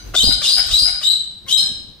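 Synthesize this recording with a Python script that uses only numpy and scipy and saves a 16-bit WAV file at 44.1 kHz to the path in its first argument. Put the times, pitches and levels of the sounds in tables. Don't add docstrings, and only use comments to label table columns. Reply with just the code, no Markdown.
import sys
import numpy as np
from scipy import signal
from scipy.fft import rfft, irfft
from scipy.io import wavfile
from scipy.ndimage import uniform_filter1d, minimum_filter1d

SR = 44100
rng = np.random.default_rng(int(sys.argv[2]) if len(sys.argv) > 2 else 0)


def dump(signal):
    limited = np.clip(np.atleast_2d(signal).T, -1, 1)
    pcm = np.round(limited * 32767).astype(np.int16)
    wavfile.write(sys.argv[1], SR, pcm)


def makeup_ratio(level_db):
    decades = np.asarray(level_db, float) / 20
    return 10 ** decades


N = 88200
LEAD = SR // 5
LONG = N + LEAD
TIME_S = (np.arange(LONG) - LEAD) / SR
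SIDES = np.array([[.5], [-.5]])


def evened(x):
    return x / np.sqrt(np.mean(x ** 2) + 1e-20)


def read(points, hz):
    f, value = np.transpose(points)
    return np.interp(np.log(hz + 1), np.log(f + 1), value)


def add(mix, start_s, sound):
    part = mix[LEAD + round(start_s * SR):][:len(sound)]
    part += sound[:len(part)]


def noise(colour, channels):
    hz = np.fft.rfftfreq(LONG, 1 / SR)
    white = rng.standard_normal((channels, LONG))
    return evened(irfft(rfft(white) * makeup_ratio(read(colour, hz)), LONG))


def drift(grain_s):
    size = max(round(grain_s * SR), 2)
    once = uniform_filter1d(rng.standard_normal(LONG), size)
    return evened(uniform_filter1d(once, size))


def shape(length_s, rise_s=.009, fall_s=.008):
    t = np.arange(0, length_s + fall_s, 1 / SR)
    ramp = np.minimum(t / rise_s, (t[-1] - t) / fall_s)
    return np.sin(np.pi / 2 * np.clip(ramp, 0, 1)) ** 2


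def swell(middle_s, length_s):
    return np.exp(-2 * (TIME_S - middle_s) ** 2 / (length_s / 2) ** 2)


def puffs(events):
    out = np.zeros(LONG)
    for start_s, length_s, db in events:
        add(out, start_s, makeup_ratio(db) * shape(length_s))
    return out


def voice(notes, overtones_db, wobble=.015):
    bend, dulling_db, shimmer, tremble_s = 0.676, -1.5, .5, .003
    out, sway, flicker = np.zeros(LONG), drift(tremble_s), drift(tremble_s)
    for start_s, length_s, first_hz, last_hz, db in notes:
        env = shape(length_s)
        at = LEAD + round(start_s * SR) + np.arange(len(env))
        along = np.linspace(0, 1, len(env))
        glide_hz = first_hz + (last_hz - first_hz) * along ** bend
        phase = 2 * np.pi * np.cumsum(glide_hz * (1 + wobble * sway[at])) / SR
        tone = np.zeros(len(env))
        for k, overtone_db in enumerate(overtones_db):
            tone += makeup_ratio(overtone_db + k * dulling_db * along) * np.sin((k + 1) * phase)
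        add(out, start_s, makeup_ratio(db) * env * (1 + shimmer * flicker[at]) * tone)
    return out


# start in seconds, length in seconds, first pitch in Hz, last pitch in Hz, level in dB.
PERCHED = [(-.12, 0.049, 3880, 4070, -38), (.234, 0.068, 4886, 4919, -17.5), (.3, 0.049, 4930, 4884, -33),
           (.422, 0.056, 3400, 3767, -21.5), (.456, 0.018, 5120, 5240, -21.5),
           (.478, 0.052, 4840, 4736, -19), (.512, 0.024, 4800, 5000, -22.5),
           (.543, 0.029, 4900, 4960, -18.5), (.566, 0.0376, 4990, 5070, -20),
           (.706, 0.029, 3503, 3818, -20), (.734, 0.036, 3830, 4090, -12.5), (.775, 0.047, 4800, 4880, -14),
           (.822, 0.041, 4880, 4992, -16), (1.032, 0.0362, 3620, 3880, -17.5),
           (1.066, 0.051, 3860, 4000, -15.5), (1.511, 0.016, 3688, 3860, -19.5),
           (1.52, 0.029, 3810, 3875, -13.5), (1.557, 0.053, 3887, 4228, -18.5),
           (1.57, 0.022, 5135, 5137, -23), (1.61, 0.043, 5158, 5070, -31.5)]
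PERCHED_OVERTONES = [1, -12, -21.5, -29]


def perched_whistles():
    return voice(PERCHED, PERCHED_OVERTONES)


# start in seconds, length in seconds, level in dB.
RASPS = [
    (0.134, 0.03, -13.5),
    (0.194, 0.067, -27.5),
    (0.401, 0.1023, -24.5),
    (0.493, 0.2, -37.5),
    (0.672, 0.12, -29),
    (0.797, 0.085, -37.5),
    (0.993, 0.0525, -33),
    (1.086, 0.056, -44),
    (1.464, 0.057, -29.5),
    (1.54, 0.051, -29),
]
# frequency in Hz, level in dB.
RASP_COLOUR = [(500, -13), (1400, -15.5), (2000, -19.5), (2650, -7), (3200, 5), (4600, 3), (6300, -2.5),
               (9500, -4), (10900, -31), (12200, -16), (13600, -22), (15000, -19.5)]


def rasps():
    breath = np.zeros(LONG)
    for start_s, length_s, db in RASPS:
        add(breath, start_s, makeup_ratio(db) * shape(length_s, rise_s=0.047))
    grit = makeup_ratio(2.4 * drift(0.00054))
    return breath * noise(RASP_COLOUR, channels=1)[0] * grit


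# start in seconds, length in seconds, first pitch in Hz, last pitch in Hz, level in dB.
FLYING = [(-.12, 0.053, 4940, 4870, -36.5), (-.09, 0.024, 6110, 6300, -32.5),
          (.195, 0.019, 3038, 3136, -11), (.445, 0.019, 2814, 2970, -25), (.555, 0.074, 2883, 3070, -35),
          (.65, 0.027, 3900, 4080, -29), (.71, 0.013, 2780, 3120, -27.5), (.79, 0.035, 5430, 5330, -29),
          (.71, 0.03, 4475, 4630, -28.5), (1.022, 0.0578, 2930, 3110, -29.5),
          (1.484, 0.024, 2700, 3080, -27.5), (1.503, 0.03, 3000, 3271, -17.5),
          (1.535, 0.0607, 3171, 3062, -25.5), (1.478, 0.016, 2990, 3480, -29.5),
          (1.488, 0.039, 5000, 5600, -40.5), (1.07, 0.048, 3080, 3120, -37.5)]
FLYING_OVERTONES = [1, -10, -12, -19]


def flying_whistles():
    return voice(FLYING, FLYING_OVERTONES)


# start in seconds, length in seconds, first pitch in Hz, last pitch in Hz, level in dB.
FIRST_CRY = [
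    (.15, 0.0092, 4000, 3720, -26.5),
    (.158, 0.043, 3520, 3730, -12),
    (.2, 0.0331, 3700, 3950, -11.5),
]
FIRST_CRY_OVERTONES = [1, -8.5, -22, -28]


def first_cry():
    return voice(FIRST_CRY, FIRST_CRY_OVERTONES, wobble=.018)


# start in seconds, length in seconds, first pitch in Hz, last pitch in Hz, level in dB.
SCREECHES = [(.228, 0.017, 4050, 4760, -14), (.25, 0.087, 3844, 4098, -19.5),
             (.455, 0.021, 3245, 3440, -35), (.474, 0.017, 3800, 4177, -14), (.495, 0.021, 3980, 4320, -32),
             (.512, 0.027, 4250, 4470, -18.5), (.5, 0.036, 3510, 3810, -38), (.55, .03, 3750, 3900, -25),
             (.545, 0.054, 4260, 4840, -27), (.785, 0.043, 4102, 4166, -21),
             (1.095, 0.024, 4250, 4280, -25)]
SCREECH_OVERTONES = [3, -10, -22, -38]


def screeches():
    return voice(SCREECHES, SCREECH_OVERTONES, wobble=.03)


# start in seconds, length in seconds, pitch in Hz, level in dB.
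CLUCKS = [(-.1, 0.083, 739.4, -47.5), (0.135, 0.016, 686.5, -41), (.298, 0.014, 731, -30),
          (0.41, 0.011, 583, -35), (0.564, 0.0373, 742.7, -30), (0.681, 0.057, 658, -43),
          (0.85, 0.051, 737.8, -37.5), (0.929, 0.032, 775, -47.5), (1.002, 0.032, 635.3, -44.5),
          (1.458, 0.027, 519, -45.5), (1.603, 0.075, 819, -50.5)]
CLUCK_PARTIALS = [-5, 0, -4, 0]
# frequency in Hz, level in dB.
THROAT = [(300, -12.5), (700, -9.5), (1000, -6), (1400, -0.5), (1900, -1.5), (3500, -14.5)]


def clucks():
    notes = [(start_s, length_s, hz, hz, db) for start_s, length_s, hz, db in CLUCKS]
    air = puffs([(start_s, length_s, db - 3) for start_s, length_s, _, db in CLUCKS])
    return voice(notes, CLUCK_PARTIALS, wobble=.03) + air * noise(THROAT, channels=1)[0]


# start in seconds, length in seconds, level in dB.
THUMP = (0.1373, .018, -30)
# frequency in Hz, level in dB.
THUMP_TONE = [(180, -45.5), (300, -7), (525, -11.5), (701, 2), (903, -18.5), (1320, 2), (1600, -10),
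              (2330, -27), (2600, -31), (3380, -48), (5720, -120)]


def cluck_thump():
    colour = [(100, -60)] + THUMP_TONE + [(4000, -60)]
    return puffs([THUMP]) * noise(colour, channels=1)[0]


# middle in seconds, length in seconds, level in dB, left-right difference in dB, sharpness in dB.
GUSTS = [(0.082, 0.17, -36, 3, -8), (0.19, 0.19, -38.5, -1, -4.5), (0.244, 0.018, -25.5, -17.5, 4),
         (0.276, 0.16, -32, -20, -21), (0.289, 0.054, -23.5, -13.5, 1.5), (0.386, 0.16, -38, 2, -4.5),
         (0.586, 0.15, -38.5, 1, -5), (0.676, 0.039, -32.5, -6, -9.5), (0.733, 0.11, -35, -15.5, -19.5),
         (0.834, 0.07, -37.5, -8.5, 1), (0.908, 0.17, -49.5, 35, -18), (1.29, 0.12, -69, 18, -11),
         (1.453, 0.091, -56.5, 10.5, 2.5), (1.703, 0.52, -49.5, 2, 7), (1.902, 0.042, -52, 9, -15)]
# frequency in Hz, level in dB.
DEEP_PUSH = [(15, -53), (30, 6), (45, 13), (70, -1), (110, -2.5), (200, -38.5)]
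# frequency in Hz, level in dB.
FLUTTER = [(40, -3), (100, 1), (250, -2.5), (500, -13.5), (1000, -20.5), (2000, -98), (4000, -82)]


def wing_wash():
    push, edge = np.zeros((2, LONG)), np.zeros((2, LONG))
    for middle_s, length_s, db, pan_db, sharpness_db in GUSTS:
        gust = swell(middle_s, length_s) * makeup_ratio(db + pan_db * SIDES)
        push += gust
        edge += gust * makeup_ratio(sharpness_db)
    deep = noise(DEEP_PUSH, channels=2)
    lumps = makeup_ratio(4.5 * np.array([drift(0.0055), drift(0.01)]))
    flutter = evened(lumps * noise(FLUTTER, channels=2))
    return push * evened(deep + deep[::-1]) + edge * flutter


# frequency in Hz, level in dB.
FEATHERS = [(180, -19), (300, -5.5), (685, -19.5), (1120, -20), (6360, -27), (7880, -36), (15500, -30)]


def feather_swish():
    return makeup_ratio(-43.5) * swell(middle_s=.085, length_s=.16) * noise(FEATHERS, channels=2)


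# frequency in Hz, 60 dB decay time in seconds.
ROOM = [(300, 0.37), (1300, 0.9), (3500, 0.66), (6000, 0.57), (9000, 0.51), (15000, 0.15)]


def kitchen(x, wet_db, pan_db, lag, near_db=0):
    early_db, early_s = 11.5, 0.012
    tail_pan_db = 1.5
    taps = np.zeros((2, SR))
    slots = np.arange(160, SR - 20, 20)
    at = slots + rng.integers(0, 20, (2, len(slots)))
    np.put_along_axis(taps, at, rng.choice([-1., 1.], at.shape), 1)
    hz, t, bands = signal.stft(taps, SR, nperseg=256)
    decay_db = early_db * np.exp(-t / early_s) - 60 * t / read(ROOM, hz)[:, None]
    tail = signal.istft(bands * makeup_ratio(decay_db), SR, nperseg=256)[1]
    wet = signal.fftconvolve(x[None], tail / np.linalg.norm(tail[0]), axes=1)[:, :LONG]
    direct = np.array([x, np.roll(x, lag)]) * makeup_ratio(near_db + pan_db * SIDES)
    return direct + makeup_ratio(wet_db + tail_pan_db * SIDES) * wet


# frequency in Hz, level in dB.
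FLOOR = [(15, -14), (45, 0.5), (200, -9), (500, -20), (2500, -32.5), (4000, -15.5), (7000, -40.5),
         (15500, -41.5)]


def room_floor():
    same = .8
    left, other = noise(FLOOR, channels=2)
    right = same * left + np.sqrt(1 - same ** 2) * other
    return makeup_ratio(-48.5) * np.array([left, right])


# time in seconds, level in dB.
FLY_OFF = [(.14, 8), (.22, -1.5), (.28, 2.5), (.7, -0.5)]


def scene():
    perched = perched_whistles() + rasps()
    flying = flying_whistles() + first_cry() + screeches() + clucks() + cluck_thump()
    near_db = np.interp(TIME_S, *np.transpose(FLY_OFF))
    mix = kitchen(perched, wet_db=3.5, pan_db=5, lag=2)
    mix += kitchen(flying, wet_db=-0.5, pan_db=5, lag=3, near_db=near_db)
    mix += wing_wash() + feather_swish() + room_floor()
    return mix[:, LEAD:]


def top_cut(x):
    return signal.sosfilt(signal.butter(12, 15670, fs=SR, output="sos"), x)


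# frequency in Hz, left-right difference in dB.
PORT_LEAN = [(300, -1), (1200, -3), (2600, -2.5), (5500, 4.5), (8000, 1), (15000, -5.5)]


def record(dry):
    ceiling = .84
    hz = np.fft.rfftfreq(N, 1 / SR)
    heard = irfft(rfft(dry) * makeup_ratio(read(PORT_LEAN, hz) * SIDES) * (hz < 15640), N)
    over_db = 20 * np.log10(abs(heard).max(0) / ceiling + 1e-9)
    peak_db = -minimum_filter1d(-over_db, size=600)
    held = heard / makeup_ratio(np.maximum(uniform_filter1d(peak_db, size=300), 0))
    return top_cut(held)


dry = scene()
out = record(dry)
dump(out)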